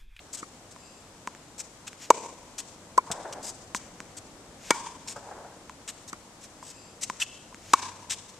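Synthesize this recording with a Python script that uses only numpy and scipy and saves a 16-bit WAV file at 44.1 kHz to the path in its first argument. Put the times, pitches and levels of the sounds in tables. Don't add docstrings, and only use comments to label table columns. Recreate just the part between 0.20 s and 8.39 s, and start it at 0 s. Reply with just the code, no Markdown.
import sys
import numpy as np
from scipy import signal
from scipy.fft import rfft, irfft, next_fast_len
from scipy.io import wavfile
from scipy.ndimage import map_coordinates

SR = 44100
rng = np.random.default_rng(int(sys.argv[2]) if len(sys.argv) > 2 else 0)


def materialize(psi):
    bounded = np.clip(np.atleast_2d(psi).T, -1, 1)
    quanta = np.round(bounded * 32767).astype(np.int16)
    wavfile.write(sys.argv[1], SR, quanta)


N = 361179
TIME_S = np.arange(N) / SR
AGE_S = TIME_S[:SR // 4]
FLUTTER_DB = 2

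# frequency in Hz, relative level in dB.
GRIT_COLOUR = [(300, -22), (1200, -11), (2500, -12), (4000, -3.5), (6200, 4.5), (8000, 4.5), (9500, -9),
               (13800, -20), (14800, -52)]
# frequency in Hz, likeness from 0 to 1.
ECHO_LIKENESS = [(300, 1), (1000, 0.89), (2500, 0.75), (6000, 0.067)]


def amp(db):
    return 10 ** (np.asarray(db) / 20)


def unit(x):
    return x / np.sqrt(np.mean(x ** 2) + 1e-20)


def along(points, hz):
    point_hz, values = np.transpose(points)
    return np.interp(np.log(hz + 1), np.log(point_hz + 1), values)


def filtered(x, response):
    n = x.shape[-1]
    padded = next_fast_len(n + SR // 10)
    spectrum = rfft(x, padded) * response(np.fft.rfftfreq(padded, 1 / SR))
    return irfft(spectrum, padded)[..., :n]


def high_pass(x, hz):
    return signal.sosfilt(signal.butter(3, hz, "highpass", fs=SR, output="sos"), x)


def noise(colour, shape):
    return unit(filtered(rng.standard_normal(shape), lambda hz: amp(along(colour, hz))))


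def wobble(x):
    return map_coordinates(rng.standard_normal(int(x.max()) + 4), [x])


def spread(pair, likeness):
    def mid_side_gains(hz):
        angle = np.arccos(np.clip(along(likeness, hz), -1, 1)) / 2
        return np.array([np.cos(angle), np.sin(angle)])

    mid, side = filtered(pair, mid_side_gains)
    return np.array([mid + side, mid - side])


def click(colour):
    n = len(AGE_S)
    log_gain = np.log(amp(along(colour, np.fft.rfftfreq(n, 1 / SR))))
    cepstrum = irfft(log_gain, n)
    pulse = irfft(np.exp(rfft(2 * cepstrum[:n // 2], n)), n)
    return pulse / np.abs(pulse).max()


def swell(t, peak, rise, fall):
    return np.exp(-np.minimum(((t - peak) / np.where(t < peak, rise, fall)) ** 2, 20))


def ring(hz, t60, start, attack):
    u = np.maximum(AGE_S - start, 0)
    return np.sin(2 * np.pi * hz * u) * amp(-60 * u / t60) * (1 - np.exp(-u / attack))


def add(track, start_s, sound):
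    part = track[..., round(start_s * SR):][..., :len(AGE_S)]
    part += sound[..., :part.shape[-1]]


def strokes():
    # start in seconds, end of the court, crack level in dB, ball level in dB (before the
    # 5.5 dB lift and high-pass), ball Hz, ball t60 in s, push level in dB, push Hz, string level in dB.
    stroke_rows = [(0.2264, "far", -47, -20.5, 1237, 0.014, -32.5, 230, -50),
                   (1.9025, "near", -14.5, 14.5, 958, 0.0095, -3.5, 534, -41),
                   (2.7765, "far", -23.5, 0.5, 1027, 0.029, -18, 486, -38),
                   (4.5054, "near", -11.5, -8, 907, 0.022, -12, 387, -25.5),
                   (5.9286, "far", -37.5, -12, 1160, 0.0077, -32, 269, -47.5),
                   (7.5340, "near", -12.5, 7.5, 1076, 0.014, -18, 330, -37)]
    # Hz, relative level in dB, t60 in s.
    string_modes = [(501, 5, 0.027), (1110, 4, 0.047), (1418, -2, 0.11), (1600, -6, .025), (1866, 6, 0.041),
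                    (2080, 7, 0.022), (2275, 6, 0.085), (2590, -28, .04), (3760, -27, .035),
                    (4530, -25, .025)]
    # Hz, relative level in dB.
    crack_colour = [(200, -40), (750, 2), (1400, 8.5), (2000, -2), (3000, -4), (3700, -2.5), (5000, -1.5),
                    (6500, 1), (8200, -2), (10000, -13.5), (14000, -20.5), (16500, -53)]
    court_ends = {"near": (0.56, 0, 15.6), "far": (7.3, 0.051, 22)}
    dwell_s, push_half_s = 0.0034, 0.0015
    ground_delay_s, ground_db = 0.0063, -17
    out, away = np.zeros((2, N)), np.zeros(N)
    contact = swell(AGE_S, 0.0017, 0.0009, 0.0031) + amp(-15) * amp(-60 * AGE_S / 0.04)
    for start_s, end, crack_db, ball_db, ball_hz, ball_t60_s, push_db, push_hz, string_db in stroke_rows:
        lag, way_s, away_db = court_ends[end]
        crack_noise = spread(noise(crack_colour, (2, len(AGE_S))), [(1500, 0.66), (8000, 0.9)])
        crack = amp(crack_db) * contact * crack_noise
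        push = np.sin(2 * np.pi * push_hz * (0.0024 - AGE_S))
        push = amp(push_db) * push * swell(AGE_S, 0.0028, push_half_s, push_half_s)
        shell = ring(ball_hz, ball_t60_s, dwell_s, attack=0.0032)
        ball = amp(ball_db + 5.5) * high_pass(shell, hz=770)
        strings = np.zeros(len(AGE_S))
        for hz, db, t60_s in string_modes:
            mode_gain = amp(db + rng.normal(0, 1))
            strings += mode_gain * ring(hz, t60_s, rng.uniform(0.001, 0.00162), attack=0.0009)
        strings *= amp(string_db)
        pock = high_pass(crack + push + strings, hz=142) + ball
        sides = np.array([[-1], [1]])
        pock = filtered(pock, lambda hz: np.exp(1j * np.pi * hz * lag / SR * sides))
        add(out, start_s, pock)
        add(out, start_s + ground_delay_s, amp(ground_db) * pock)
        add(away, start_s + way_s, high_pass(crack[0] + push + amp(-5) * strings, hz=140))
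        away_ring = ring(hz=971, t60=0.046, start=dwell_s, attack=0.0031)
        add(away, start_s + way_s, amp(crack_db + away_db) * away_ring)
    return out, away


def bounces():
    # start in seconds, slap level in dB (before a 1.5 dB cut), shell ring level in dB.
    bounce_rows = [(0.562, -35, -36), (1.0743, -15.5, -19), (1.15, -28, -52), (1.731, -27.5, -58),
                   (3.548, -9, -19), (3.8037, -19, -35), (5.496, -25, -29), (6.427, -36, -30),
                   (6.8992, -13, -17.5), (7.326, -45, -35.5), (7.3455, -25, -54)]
    # Hz, relative level in dB.
    slap_colour = [(60, -38), (200, 7.5), (400, -2.5), (700, -12.5), (1400, 4.5), (2300, 3), (3500, -9),
                   (5000, -10), (6800, -1), (9500, -19), (15000, -32)]
    shell_hz, skid_db = 1014, -39
    out, slap = np.zeros(N), click(slap_colour)
    for start_s, slap_db, ring_db in bounce_rows:
        shell = amp(ring_db) * ring(shell_hz, t60=0.023, start=0.00015, attack=0.0006)
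        skid_envelope = swell(AGE_S, 0.0025, 0.021, 0.02)
        skid = amp(slap_db + skid_db) * noise(GRIT_COLOUR, len(AGE_S)) * skid_envelope
        add(out, start_s, amp(slap_db - 1.5) * slap + shell + skid)
    return out


def footwork():
    # start in seconds, length in s, mid-scuff level in dB, swell from start to end in dB,
    # heel weight in dB (before a 3.5 dB cut).
    scuff_rows = [(0.128, 0.033, -38, -2, -15), (.17, .036, -43.5, -4, -4.5), (0.51, 0.018, -47.5, -3, -17),
                  (1.38, 0.032, -37.5, 11, -12), (1.666, 0.021, -42, 4, 1), (2.38, 0.028, -34.5, 2, -6),
                  (2.914, 0.016, -30, -11, -4), (3.125, 0.011, -36.5, -2, -4),
                  (3.226, 0.079, -38.5, 9, -27), (3.549, 0.032, -36, -8, -19), (3.966, .02, -41.5, 8, -7),
                  (4.874, 0.059, -39.5, -6, -6.5), (5.676, .029, -37, 4, -2),
                  (5.877, 0.026, -43.5, -2, -15), (6.21, .048, -50, 9, -5.5), (6.423, 0.097, -50, 8, -4),
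                  (6.809, 0.034, -37.5, 24, -6), (6.999, .034, -30, 1, -2.5),
                  (7.897, 0.051, -34.5, -10.5, -0.5), (8.087, 0.02, -50.5, 1, -16)]
    # Hz, relative level in dB.
    sole_colour = [(150, -30), (500, -18), (1100, -4.5), (1900, -1), (2700, 2), (4000, 0), (7000, -44)]
    grip_s, release_s = 0.0016, 0.0035
    slip_db, ripple_db = 1.8, 1.8
    out, n = np.zeros((2, N)), len(AGE_S)
    for start_s, length_s, db, swell_db, heel_db in scuff_rows:
        release = 1 + np.exp(np.minimum((AGE_S - length_s) / release_s, 30))
        grip = (1 - np.exp(-AGE_S / grip_s)) / release
        drag = amp(db + swell_db * (np.minimum(AGE_S / length_s, 1) - 0.5)) * grip
        slips = unit(amp(slip_db * wobble(1500 * AGE_S) + FLUTTER_DB * wobble(200 * AGE_S)))
        rasp = spread(noise(GRIT_COLOUR, (2, n)), [(2000, 1.0), (8000, 0.75)])
        rasp = rasp + amp(heel_db - 3.5) * noise(sole_colour, n)
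        tread = filtered(rasp, lambda hz: amp(ripple_db * wobble(hz / 400)))
        add(out, start_s, drag * slips * tread)
    return high_pass(out, hz=305)


def swings():
    # peak in seconds, half length in s, level in dB.
    swing_rows = [(1.835, 0.034, -44.5), (4.506, 0.081, -45.5), (7.528, 0.1, -49)]
    # Hz, relative level in dB.
    swish_colour = [(300, -30), (1500, -6), (2400, -1.5), (4000, -5), (7000, 0.5), (10000, -15),
                    (13500, -21), (15000, -58.5)]
    envelope = sum(amp(db) * swell(TIME_S, peak_s, half_s, half_s) for peak_s, half_s, db in swing_rows)
    return noise(swish_colour, N) * envelope


def squeaks(rows, modes):
    def rubber(hz):
        return sum(amp(db) / (1 + ((hz - mode_hz) / width_hz) ** 2) for mode_hz, width_hz, db in modes)

    tone = unit(filtered(rng.standard_normal(N), rubber))
    return tone * sum(amp(db) * swell(TIME_S, peak_s, rise_s, fall_s) for peak_s, rise_s, fall_s, db in rows)


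def near_squeaks():
    # peak in seconds, rise in s, fall in s, level in dB.
    squeak_rows = [(7.022, 0.0072, 0.0092, -21.5), (7.06, 0.039, 0.18, -51)]
    # Hz, width in Hz, relative level in dB.
    sole_modes = [(2646, 71, 3.5), (2764, 65, 1), (3050, 66, 2.5), (3330, 65, 0.5), (5930, 130, -21),
                  (7640, 220, -16)]
    return squeaks(squeak_rows, sole_modes)


def hedge(x, blur):
    # Hz, gain in dB.
    echo_colour = [(100, -17), (400, -16.5), (700, -21.5), (1000, -19.5), (1400, -17), (2200, -13),
                   (4500, -10.5), (8000, -11), (13000, -21.5)]
    clump_db = 2.8
    hz, t, z = signal.stft(x, SR, nperseg=512, noverlap=384)
    shifted_hz = hz + 50
    blur_width = blur * np.sqrt(shifted_hz[:, None] / 1000)
    weights = np.exp(-(np.log(shifted_hz[:, None] / shifted_hz) / blur_width) ** 2)
    power = weights @ np.abs(z) ** 2 / weights.sum(axis=1, keepdims=True)
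    power = signal.fftconvolve(power, echo_power(t[t < 1])[None], axes=1)
    power = np.abs(power)[:, :len(t)]
    paths = signal.stft(rng.standard_normal((2, N)), nperseg=512, noverlap=384)[2]
    echo = paths / paths.std() * np.sqrt(power) * amp(along(echo_colour, hz))[:, None]
    scattered = signal.istft(echo, nperseg=512, noverlap=384)[1][:, :N]
    clumps = unit(amp(clump_db * wobble(90 * TIME_S)))
    return clumps * spread(scattered, ECHO_LIKENESS)


def echo_power(delay_s):
    # peak delay in seconds, rise in s, fall in s, relative level in dB.
    return_rows = [(.045, .02, 0.051, 2), (0.108, 0.16, 0.087, -1)]
    linger_db, linger_rise_s, linger_t60_s = -4.5, 0.02, 2.14
    near = sum((amp(db) * swell(delay_s, s, rise_s, fall_s)) ** 2 for s, rise_s, fall_s, db in return_rows)
    tail = amp(linger_db - 60 * delay_s / linger_t60_s) * (1 - np.exp(-delay_s / linger_rise_s))
    power = near + tail ** 2
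    return power / power.sum()


def thuds():
    # start in seconds, blow level in dB, rolling echo level in dB, strong return level in dB.
    thud_rows = [(2.9, -35, -42.5, -37), (4.958, -38, -46, -47.5)]
    # Hz, relative level in dB.
    blow_colour = [(50, -28), (140, 2.5), (300, -12), (550, -1.5), (900, -5), (1500, -5), (2500, -46)]
    # Hz, relative level in dB.
    roll_colour = [(150, -38), (350, -1.5), (580, 6), (850, 6.5), (1150, -3.5), (1600, -4.5), (2400, -19.5),
                   (5000, -55)]
    return_delay_s = 0.1554
    blows, rolls = np.zeros(N), np.zeros(N)
    for start_s, blow_db, roll_db, return_db in thud_rows:
        blows += amp(blow_db) * swell(TIME_S, start_s + 0.0047, 0.0023, 0.021)
        rolls += amp(roll_db) * (TIME_S > start_s) * swell(TIME_S, start_s + 0.21, 0.38, 0.19)
        rolls += amp(return_db) * swell(TIME_S, start_s + return_delay_s, 0.003, 0.0093)
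    flutter = amp(FLUTTER_DB * wobble(60 * TIME_S))
    echoes = rolls * flutter * spread(noise(roll_colour, (2, N)), ECHO_LIKENESS)
    return blows * noise(blow_colour, N) + echoes


def far_squeaks():
    # peak in seconds, rise in s, fall in s, level in dB.
    far_rows = [(0.65, 0.08, 0.19, -57), (6.62, 0.18, 0.12, -56.5)]
    # Hz, width in Hz, relative level in dB.
    far_modes = [(2630, 150, -1.5), (4840, 180, 1.5), (7480, 140, 4.5)]
    return squeaks(far_rows, far_modes)


def outdoors(hiss_db, hum_hz):
    # Hz, relative density in dB per Hz.
    air_colour = [(12, -52), (20, -8.5), (289, -3), (413, -8.5), (474, -5), (529, -7), (591, -6.5),
                  (1050, -10.5), (1550, -15), (2610, -18), (3840, -18.5), (4920, -18.5), (5650, -17.5),
                  (7650, -17), (14400, -37.5)]
    # Hz, left-right likeness from 0 to 1.
    air_likeness = [(60, 0.84), (150, 0.99), (380, 0.93), (950, 0.76), (2380, 0.077), (5980, 0.01),
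                    (15000, 0.01)]
    # peak in seconds, rise in s, fall in s, gain in dB.
    traffic_swell = (3.85, 1.3, 1.3, 2.9)
    # peak in seconds, rise in s, fall in s, gain in dB.
    hum_swell = (7.8, 0.4, 0.17, 10)
    traffic_db, hum_db = -54.5, -69
    air_top_hz = 14400
    air = filtered(spread(noise(air_colour, (2, N)), air_likeness), lambda hz: hz < air_top_hz)
    low = filtered(air, lambda hz: 1 / (1 + (hz / 1200) ** 2))
    traffic = passing(traffic_db, *traffic_swell) * unit(low)
    hiss = amp(hiss_db) * unit(air - low)
    hum = unit(np.sin(2 * np.pi * hum_hz * TIME_S + wobble(6 * TIME_S)))
    return traffic + hiss + passing(hum_db, *hum_swell) * hum


def passing(rest_db, peak_s, rise_s, fall_s, gain_db):
    return amp(rest_db + gain_db * swell(TIME_S, peak_s, rise_s, fall_s))


def ports(x, balance):
    sides = np.array([[-1], [1]])
    return filtered(x, lambda hz: 2 / (1 + amp(sides * along(balance, hz))))


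def scene():
    # Hz, left minus right in dB.
    court_balance = [(100, 1.5), (1000, 1.5), (2500, 1.5), (4000, 1), (5800, -3), (6700, -1.5),
                     (7800, 22.5), (10000, 9), (14000, 20)]
    # Hz, left minus right in dB.
    diffuse_balance = [(60, 0), (110, 1), (200, 1), (380, 1.5), (700, 1.0), (1290, 1.0), (2380, 2.5),
                       (4400, -0.5), (8120, 10), (15000, -3.5)]
    pocks, away = strokes()
    court = bounces() + footwork() + swings()
    far = thuds() + far_squeaks() + outdoors(hiss_db=-56, hum_hz=96)
    echo = hedge(away + court.mean(axis=0), blur=0.035)
    direct = pocks + court + near_squeaks()
    return ports(direct, court_balance) + ports(echo + far, diffuse_balance)


def record(dry):
    top_hz = 16500
    x = dry / (1 + np.abs(dry) ** 6) ** (1 / 6)
    return filtered(x, lambda hz: hz < top_hz)


dry = scene()
out = record(dry)
materialize(out)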